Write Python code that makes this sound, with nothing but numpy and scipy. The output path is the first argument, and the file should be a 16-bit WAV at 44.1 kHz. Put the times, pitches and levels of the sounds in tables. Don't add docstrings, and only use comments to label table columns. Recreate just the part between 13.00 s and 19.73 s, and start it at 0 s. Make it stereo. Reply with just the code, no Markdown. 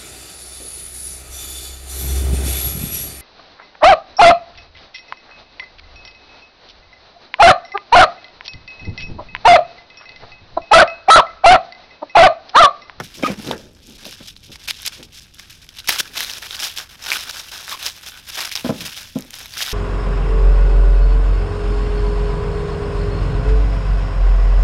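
import sys
import numpy as np
from scipy import signal
from scipy.io import wavfile
from scipy.ndimage import uniform_filter1d

SR = 44100
rng = np.random.default_rng(int(sys.argv[2]) if len(sys.argv) > 2 else 0)


def generate_wav(sig):
    pcm = np.round(np.clip(np.atleast_2d(sig).T, -1, 1) * 32767).astype(np.int16)
    wavfile.write(sys.argv[1], SR, pcm)


def undo_db(level):
    steps = np.asarray(level, float) / 20
    return 10 ** steps


N = 296784

# frequency in Hz, relative level in dB per Hz.
FILM_COLOUR = [(150, -56), (250, -16.5), (450, -10), (735, -5.5), (1550, -4.5), (1820, 2), (2240, 5.5),
               (2860, -0.5), (3710, 4), (4340, 0.5), (5250, 2.5), (7700, -9.5), (11300, 0), (14900, -6.5),
               (16000, -8.5)]


def evened(x):
    return x / np.sqrt(np.mean(x ** 2) + 1e-20)


def smoothed_twice(x, size):
    return uniform_filter1d(uniform_filter1d(x, size), size)


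def curve(rows):
    seconds, values = np.transpose(rows)
    return np.interp(np.arange(N) / SR, seconds, values)


def colour(x, points):
    hz = np.abs(np.fft.fftfreq(4096, 1 / SR))
    point_hz, db = np.transpose(points)
    log_gain = np.interp(np.log(hz + 1), np.log(point_hz + 1), db) * np.log(10) / 20
    minimum_phase = np.exp(np.conj(signal.hilbert(log_gain)))
    taps = np.fft.ifft(minimum_phase).real[:2048]
    return signal.oaconvolve(x, taps)[:len(x)]


def band(x, lo_hz, hi_hz):
    sos = signal.butter(4, [lo_hz, hi_hz], "bandpass", fs=SR, output="sos")
    return signal.sosfilt(sos, x)


def ring(hz, t60, size):
    t = np.arange(size) / SR
    return np.sin(2 * np.pi * hz * t) * undo_db(-60 * t / t60)


def ring_modes(table, scale, size):
    return sum((-1) ** k * undo_db(db) * ring(hz * scale, t60, size) for k, (hz, db, t60) in enumerate(table))


def resonate(x, hz, width_hz):
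    turn = np.exp(2j * np.pi * np.cumsum(hz) / SR)
    r = np.exp(-np.pi * width_hz / SR)
    return 2 * (turn * signal.lfilter([1 - r], [1, -r], x / turn)).real


def clicks(per_s, spread_db):
    size = undo_db(spread_db * np.minimum(rng.exponential(1, N), 4.5))
    return size * rng.choice([-1., 1.], N) * (rng.random(N) < per_s / SR)


def wander(size):
    return evened(smoothed_twice(rng.standard_normal(N), size))


def room():
    # time in seconds, level of its 25-120 Hz part in dB.
    rumble_level = [(0.0, -51), (1.9, -51), (2.3, -52.5), (4.5, -54), (5.5, -53), (5.83, -51.5),
                    (6.73, -52)]
    # frequency in Hz, relative level in dB per Hz.
    rumble_colour = [(12, -46.5), (20, 7.5), (71, 1.5), (300, -14), (782, -27.5), (1560, -34), (2640, -120)]
    rumble = colour(rng.standard_normal(N + SR), rumble_colour)[SR:]
    return undo_db(curve(rumble_level)) * rumble / np.sqrt(np.mean(band(rumble, 25, 120) ** 2))


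def workshop(x):
    t = np.arange(SR // 4) / SR
    tail = rng.standard_normal(len(t)) * undo_db(-60 * t / 0.086) * (t > .004)
    return x + undo_db(-21.0) * signal.oaconvolve(x, tail / np.linalg.norm(tail))[:N]


def squeak():
    # start in seconds, length in seconds, Hz at the start, Hz at the end, level in dB.
    squeak_rows = [(0.242, 0.026, 1240, 1242, -19.5), (4.723, 0.009, 930, 1197, -29.5),
                   (4.74, 0.012, 1020, 1090, -32.5)]
    tail_t60_s = 0.02
    t, out = np.arange(N) / SR, np.zeros(N)
    jitter, grip = wander(40), wander(90)
    for s, length, start_hz, end_hz, db in squeak_rows:
        fade = undo_db(-60 * np.maximum(t - s - length, 0) / tail_t60_s)
        on = uniform_filter1d((t > s) * fade, 80)
        jitter_share = .005 + .005 * max(-19 - db, 0)
        hz = np.interp(t, [s, s + length], [start_hz, end_hz]) * (1 + jitter_share * jitter)
        turns = 2 * np.pi * np.cumsum(hz) / SR
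        tone = np.sin(turns) + undo_db(-16) * np.sin(2 * turns)
        out += on * undo_db(db + 2.5 * grip) * np.sqrt(2) * tone
    return out


def bar():
    # frequency in Hz, relative level in dB, seconds to fall 60 dB.
    bar_modes = [(1720, 7, 0.08), (2300, 22, 0.024), (2450, 25, 0.0091), (3080, 7, 0.076), (3650, 4, .03)]
    # start in seconds, peak in dB, seconds for the contact noise to fall 30 dB.
    taps_on_bar = [(0.224, -23.5, 0.055), (0.2342, -10.5, 0.0087), (.268, -19.5, 0.099)]
    out = np.zeros(N)
    ringing = sum(undo_db(db) * ring(hz, t60, 5000) for hz, db, t60 in bar_modes)
    strokes = rng.standard_normal((len(taps_on_bar), 2000))
    for (s, db, length), stroke in zip(taps_on_bar, strokes):
        contact = stroke * undo_db(-30 * np.arange(2000) / SR / length)
        sound = signal.oaconvolve(contact, ringing)
        out[round(s * SR):][:len(sound)] += undo_db(db) * sound / np.abs(sound).max()
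    return out


def bumps():
    # time of the peak in seconds, boom drive in dB,
    # upper tones against the boom in dB, rise from and fade to 20 dB under the peak, both in seconds.
    bump_rows = [(0.001, -24, -24, .003, 0.063), (0.199, -29, -17, 0.039, 0.039),
                 (0.314, -19, -18, 0.099, 0.043), (.394, -22.5, -24, 0.026, 0.026),
                 (.49, -19.5, -10, 0.06, 0.053), (0.524, -33, 11, 0.015, 0.072), (.6, -44, -1, 0.069, 0.3),
                 (.893, -40, -19, 0.051, 0.15), (1.068, -37.5, -1.5, 0.053, 0.075),
                 (1.21, -32.5, -10, 0.0085, 0.029), (1.49, -39.5, -7, 0.015, 0.084),
                 (2.002, -40.5, -1.5, 0.047, 0.1), (3.005, -33.5, 4, 0.012, 0.0092),
                 (3.1, -52.5, -2.5, 0.24, 0.92), (5.727, -23.5, -4, 0.04, 0.039),
                 (5.665, -22, 4.5, 0.0094, 0.013), (5.76, -32.5, -16, 0.07, 0.088),
                 (5.827, -28.5, -18, 0.08, 0.068), (6.195, -31, -19, 0.0045, 0.077),
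                 (6.24, -43.5, -15, 0.046, 0.1)]
    t, boom, upper = np.arange(N) / SR, np.zeros(N), np.zeros(N)
    for s, db, upper_db, rise, fade in bump_rows:
        near = slice(max(round((s - 3 * rise) * SR), 0), round((s + 3 * fade) * SR))
        distance = np.maximum((s - t[near]) / rise, (t[near] - s) / fade)
        power = undo_db(db - 20 * distance) ** 2
        boom[near] += power
        upper[near] += power * undo_db(upper_db) ** 2
    return np.sqrt(boom), np.sqrt(upper)


def panel():
    # frequency in Hz, relative level in dB, seconds a knock takes to fall 60 dB.
    boom_modes = [(175, -7.5, 0.077), (254, 2.5, 0.16), (345, -8, 0.038)]
    # frequency in Hz before scaling, relative level in dB,
    # seconds to fall 60 dB if nothing shortens them.
    upper_modes = [(526, 13, 0.038), (683, 6, 0.07), (845, 1.5, 0.05), (1064, -1.5, 0.059),
                   (1376, -8, 0.066)]
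    # time in seconds, boom pitch as a share of the free top's.
    lean_rows = [(0, 0.64), (.23, 1), (.29, 0.98), (.305, 0.7), (.345, 0.76), (.5, 0.88), (.53, 0.9),
                 (2.3, 0.87), (5.68, 0.97), (5.69, 0.72), (5.7, 0.98), (5.85, 0.59), (6.1, 0.92)]
    # start in seconds, boom level in dB, upper tones against it in dB,
    # seconds until the ring stops short.
    knock_rows = [(0.2248, -28.5, 17.5, 0.015), (0.2323, -2, -9, 0.0047), (0.236, -0.5, -6, 0.0044),
                  (0.278, -23, 12, 0.0114), (.298, -17, 5, 0.0076), (0.508, -22.5, 16, 0.0073),
                  (1.061, -34.5, 12, 0.0061), (5.643, -13.5, 2, 0.045), (5.69, -12, 7.5, 0.014),
                  (5.701, -11, 3, 0.013), (5.812, -29, -4, .008), (6.154, -12, -9, 0.012),
                  (6.162, -15, 0.5, 0.011), (6.173, -19.5, -4.5, 0.019)]
    size = 6000
    t, out = np.arange(size) / SR, np.zeros(N)
    high, lean = ring_modes(upper_modes, 0.96, size), curve(lean_rows)

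    chatter = clicks(300, 0.67) + 0.048 * rng.standard_normal(N)
    low_drag = sum(undo_db(db) * resonate(chatter, hz * lean, width_hz=39) for hz, db, _ in boom_modes)
    high_drag = signal.oaconvolve(chatter, high * undo_db(-60 * t / 0.01))[:N]
    for level, drag in zip(bumps(), (evened(low_drag), evened(high_drag))):
        out += level * drag / np.sqrt(uniform_filter1d(drag ** 2, 500) + 1.7)

    for s, db, upper_db, stop_s in knock_rows:
        low = ring_modes(boom_modes, lean[round(s * SR)], size)
        cutoff = 1 / (1 + np.exp(np.clip((t - stop_s) / 0.00026, -50, 50)))
        soft_start = np.minimum(t / 0.0051, 1) ** 2
        knock = low / np.abs(low).max() - undo_db(upper_db) * high / np.abs(high).max()
        out[round(s * SR):][:size] -= undo_db(db) * knock * cutoff * soft_start
    return band(out, 61, 3200)


def ticks(train):
    kind = rng.integers(0, 4, N)
    t = np.arange(200) / SR
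    out = np.zeros(N)
    for k, lo_hz in enumerate((2000, 3500, 6000, 8000)):
        tick = band(rng.standard_normal(len(t)) * undo_db(-60 * t / .002), lo_hz, 13500)
        out += signal.oaconvolve(train * (kind == k), tick / np.abs(tick).max())[:N]
    return out


def clear_ticks():
    # start in seconds, peak in dB.
    tick_rows = [(.3927, -30), (.4049, -36), (.7339, -42), (0.8709, -26.5), (.8985, -28), (1.1101, -20),
                 (1.6555, -34), (1.8204, -19), (1.8632, -5), (2.2356, -35), (2.3451, -28), (2.5076, -26),
                 (2.579, -42), (2.644, -33), (2.6643, -37), (2.769, -29), (5.1111, -31), (5.3667, -28),
                 (6.1875, -18.5), (6.208, -21), (6.2488, -33), (6.307, -18.5), (6.355, -22), (6.392, -22.5)]
    train = np.zeros(N)
    for s, db in tick_rows:
        train[round(s * SR)] = undo_db(db)
    return ticks(train)


def snap(hz, scatter, ring_db, turns):
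    t = np.arange(len(scatter)) / SR
    fade = undo_db(-60 * t / .0018) + .1 * undo_db(-60 * t / .03)
    tick = colour(scatter * np.minimum(t / .0002, 1) * fade, FILM_COLOUR)
    facet = ring(hz, turns / hz, len(t))
    return tick / np.abs(tick).max() + undo_db(ring_db) * facet


def snaps():
    # start in seconds, peak before the tilt in dB, ring in Hz,
    # ring against the tick in dB.
    snap_rows = [(0.318, -24, 5300, -4), (0.5109, -8, 910, 4), (0.5131, -7, 3540, 17),
                 (1.0538, -13, 2750, -11), (1.127, -19, 5600, -2), (1.284, -33, 4030, 16),
                 (1.3652, -23, 4030, 36), (1.5575, -19.5, 5100, -1), (1.6859, -7, 2510, -2.5),
                 (1.709, -2.5, 4100, -4), (1.7998, -22, 3300, 3), (1.8303, -16.5, 3630, -6),
                 (1.865, -9, 5600, -15), (1.8769, -4.5, 5060, 2), (2.0283, -19.5, 3180, -2),
                 (2.3965, -15.5, 3080, -19), (2.6906, -20, 3400, -7), (2.787, -17, 3970, 24),
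                 (2.802, -18, 3960, 10), (2.875, -7.5, 5470, -2), (2.8875, -1.5, 5100, 16),
                 (2.8913, 10, 2220, -13), (2.937, -10, 3000, -18), (2.9606, -10, 1390, -8),
                 (2.99, -5.5, 3080, -5), (3.0036, -8.5, 1570, 11), (3.1732, -11, 2640, 4),
                 (3.206, -4, 3170, -6), (3.218, -11, 3860, 4), (3.23, -13.5, 3360, -1),
                 (3.247, -12.5, 4010, 9), (3.298, -10.5, 3150, 3), (3.336, -13.5, 5170, 8),
                 (3.315, -14, 4480, 2), (3.509, -12.5, 3700, 32), (3.5478, -15, 3080, 8),
                 (3.567, -15, 4800, 12), (3.637, -21, 4890, -17), (3.776, -14, 5300, -5),
                 (4.104, -7, 4540, 24), (4.1179, -2.5, 2360, 19), (4.1243, -8, 2280, 28),
                 (4.1337, -9, 2430, 15), (4.298, -10.5, 1490, -6), (4.7253, -12, 3970, 6),
                 (4.735, -19, 2780, 3), (4.8278, -12, 3900, 3), (4.8643, -4, 5170, 7),
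                 (4.8821, -11.5, 3920, 2), (5.406, -8, 4770, 2), (5.4348, -15, 3930, -3),
                 (5.455, -13, 5370, 8), (5.493, -18, 5250, 2), (5.5171, -14, 2190, 3),
                 (5.537, -16, 3850, 3), (5.5547, -4.5, 5200, 4), (5.562, -7, 5190, 8),
                 (5.5743, -10.5, 3650, 17), (5.927, -19, 2950, -2), (5.976, -14.5, 3260, 3),
                 (6.2231, -20.5, 5440, 4), (6.341, -14, 5700, -2), (6.458, -17, 3670, -1),
                 (6.5378, -17, 4660, 4), (6.57, -21, 1740, 1), (6.574, -16, 3650, 0),
                 (6.606, -9.5, 1720, 3), (6.626, -7.5, 3800, 7), (6.664, -10.5, 3630, 2),
                 (6.6791, -14.5, 1570, -3), (6.693, -13, 3880, 5), (6.716, -8, 3700, -4)]
    # frequency in Hz, gain in dB.
    snap_tilt = [(150, -30), (800, 0), (6000, 0), (14000, -5)]
    size = 900
    out, scatter = np.zeros(N + size), rng.standard_normal((len(snap_rows), size))
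    for (s, db, hz, ring_db), noise in zip(snap_rows, scatter):
        one = snap(hz, noise, ring_db, turns=18)
        out[round(s * SR):][:size] += undo_db(db) * one / np.abs(one).max()
    return colour(out[:N], snap_tilt)


def stretches():
    # start in seconds, length in seconds,
    # level halfway in dB, change from start to end in dB, low part of the film against the level in dB.
    stretch_rows = [(0.0, 0.0022, -40, -17, 14), (0.035, 0.021, -37.5, -3, -22),
                    (0.141, 0.095, -40.5, -7.5, -21), (0.224, 0.04, -32, 7, -4.5),
                    (0.28, 0.05, -36.5, -1, -10), (0.374, 0.14, -37, 10, -13.5),
                    (0.459, 0.051, -34.5, -8.5, -21), (0.513, 0.048, -43, -21, 0),
                    (0.566, 0.16, -50.5, -19, -15), (0.819, 0.14, -46, 6, -25),
                    (0.98, 0.048, -42.5, 4, -14), (1.045, 0.1, -37.5, -2.5, -19),
                    (1.164, 0.091, -42, 2, -16.5), (1.274, 0.056, -41, -24, -25),
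                    (1.36, 0.0057, -48, -1, -43), (1.43, 0.094, -47, -13, -23),
                    (1.517, 0.037, -39.5, -10, -20), (1.595, 0.056, -41.5, 5, -15.5),
                    (1.676, 0.021, -23, 7, -20), (1.718, 0.12, -39, 2, -18), (1.851, 0.026, -23.5, 5, -22),
                    (1.884, 0.035, -44.5, -5, -14), (1.921, 0.088, -40.5, -12, -16),
                    (2.028, 0.02, -42, -12, -23), (2.122, 0.062, -40.5, 9, -20),
                    (2.206, 0.16, -52.5, -19, -17), (2.337, 0.061, -50.5, -9, -16),
                    (2.384, 0.1, -45, -11, -16), (2.498, 0.09, -45.5, -14.5, -17),
                    (2.618, 0.053, -47.5, -13, -16), (2.738, 0.029, -42, 11, -19),
                    (2.785, 0.011, -34, -8, -24), (2.843, 0.041, -41.5, -4, -18),
                    (2.873, 0.022, -21.5, 18, -19), (2.885, 0.091, -24.5, -17, -10.5),
                    (2.985, 0.024, -16.5, 11, -19), (3.01, 0.062, -39.5, 4, -11.5),
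                    (3.126, 0.045, -32, 25, -10), (3.186, 0.05, -27, -1.5, -11),
                    (3.254, 0.075, -31, 1.5, -13.5), (3.316, 0.062, -34, 3, -11),
                    (3.42, 0.053, -32.5, -3.5, -10.5), (3.476, 0.07, -34.5, 14.5, -12.5),
                    (3.569, 0.029, -35.5, 5, -10), (3.592, 0.045, -26.5, -1, -11.5),
                    (3.63, 0.1, -30, -21.5, -14), (3.762, 0.015, -26.5, 9, -18),
                    (3.786, 0.093, -41, -27.5, -8), (3.961, 0.07, -43.5, 25.5, -7.5),
                    (4.048, 0.072, -26.5, 6, -11.5), (4.124, 0.064, -24, -1.5, -12),
                    (4.176, 0.057, -30, -1, -12.5), (4.246, 0.053, -33.5, 14, -8.5),
                    (4.327, 0.07, -32.5, 5.5, -10.5), (4.411, 0.028, -39.5, 0, -8.5),
                    (4.485, 0.022, -42, -19, -15), (4.516, 0.18, -36, -7.5, -10),
                    (4.672, 0.055, -29.5, 7, -10), (4.731, 0.062, -38, -15, -7.5),
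                    (4.791, 0.078, -31, 9, -11), (4.856, 0.071, -33, -26, -10.5),
                    (4.955, 0.018, -40, 5, -12), (5.029, 0.033, -41.5, -9, -9.5),
                    (5.062, 0.033, -34, -5.5, -11.5), (5.097, 0.09, -41, 1.5, -12),
                    (5.267, 0.026, -35, 11, -14.5), (5.314, 0.039, -32.5, 12, -12),
                    (5.372, 0.058, -26.5, -4, -6.5), (5.448, 0.064, -35, -21.5, -10.5),
                    (5.514, 0.028, -31.5, -23, -21), (5.552, 0.051, -33, -4, -10.5),
                    (5.642, 0.054, -34.5, -1, -7.5), (5.712, 0.1, -38.5, 9, -18),
                    (5.805, 0.042, -34, -11, -12), (5.851, 0.049, -32.5, -12.5, -12.5),
                    (5.918, 0.036, -36.5, -6, -14.5), (5.964, 0.2, -41.5, -20.5, -14),
                    (6.151, 0.075, -45, -7, -12), (6.332, 0.037, -37.5, -2, -12.5),
                    (6.387, 0.067, -38.5, -8, -8.5), (6.503, 0.046, -38, 9, -14),
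                    (6.567, 0.036, -26.5, 2, -16.5), (6.61, 0.03, -21, -5, -16.5),
                    (6.634, 0.1, -29, 0.5, -14)]
    # time in seconds, level in dB.
    rest_rows = [(0.0, -46), (0.52, -47.5), (1.04, -61.5), (1.55, -52), (2.07, -54.5), (2.59, -52.5),
                 (3.11, -45.5), (3.62, -42), (4.14, -43.5), (4.66, -39.5), (5.18, -48), (5.69, -42),
                 (6.21, -49), (6.73, -38.5)]
    linger_s = .013
    level_db, low_db = curve(rest_rows), np.full(N, -11.5)
    for s, length, db, change_db, part_db in stretch_rows:
        span = slice(round(s * SR), round((s + length + linger_s) * SR))
        level_db[span] = db + change_db * np.linspace(-.5, .5, len(level_db[span]))
        low_db[span] = part_db
    return level_db, low_db


def crinkle():
    # time in seconds, brightness from 0 to 1.
    brightness_rows = [(0, 0.9), (1.2, 0.3), (2.4, 0.53), (4.6, 0.36), (5.6, 0.77), (6.73, 0.43)]
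    buckles = np.zeros(N)
    for hz in np.geomspace(1500, 6200, 16):
        busy = clicks(110, 1.67) * undo_db(5.2 * wander(1300))
        one = snap(hz, rng.standard_normal(900), ring_db=-7, turns=22)
        buckles += signal.oaconvolve(busy, one)[:N]
    slide = evened(colour(rng.standard_normal(N), FILM_COLOUR))
    film = evened(buckles) * undo_db(2 * wander(130)) + 0.65 * slide * undo_db(4.6 * wander(500))
    film /= np.sqrt(smoothed_twice(band(film, 1500, 8000) ** 2, 700))
    small_ticks = evened(ticks(clicks(220, 3.6)))

    (level_db, low_db), brightness = stretches(), curve(brightness_rows)
    level = uniform_filter1d(undo_db(level_db), 170)
    low_level = uniform_filter1d(undo_db(level_db + low_db), 300)
    body_db = -1 + 0.52 * uniform_filter1d(low_db, 300) + 5 * brightness
    crisp_db = -10.5 + 5 * brightness

    low = band(film, 200, 1500) / np.sqrt(np.mean(band(film, 600, 1500) ** 2))
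    body = undo_db(body_db) * band(film, 1500, 2800)
    middle = band(film, 2800, 8000)
    top = undo_db(crisp_db) * band(film, 8000, 19000)
    return low_level * low + level * (body + middle + top + undo_db(crisp_db - 6.5) * small_ticks)


def scene():
    in_workshop = workshop(crinkle() + snaps() + clear_ticks() + bar())
    return np.tile(in_workshop + panel() + squeak() + room(), (2, 1))


def band_limit(x):
    return signal.sosfilt(signal.butter(12, 16470, fs=SR, output="sos"), x)


def record(dry):
    left_late_until_s = 2.885
    late = np.arange(N) < left_late_until_s * SR
    left = np.where(late, np.roll(dry[0], 1), dry[0])
    both = np.clip([left, dry[1]], -.87, .87)
    low_pass = signal.firwin(255, 16000, window=("kaiser", 6), fs=SR)
    mix = signal.oaconvolve(both, low_pass[None], "same")
    return band_limit(mix)


dry = scene()
out = record(dry)
generate_wav(out)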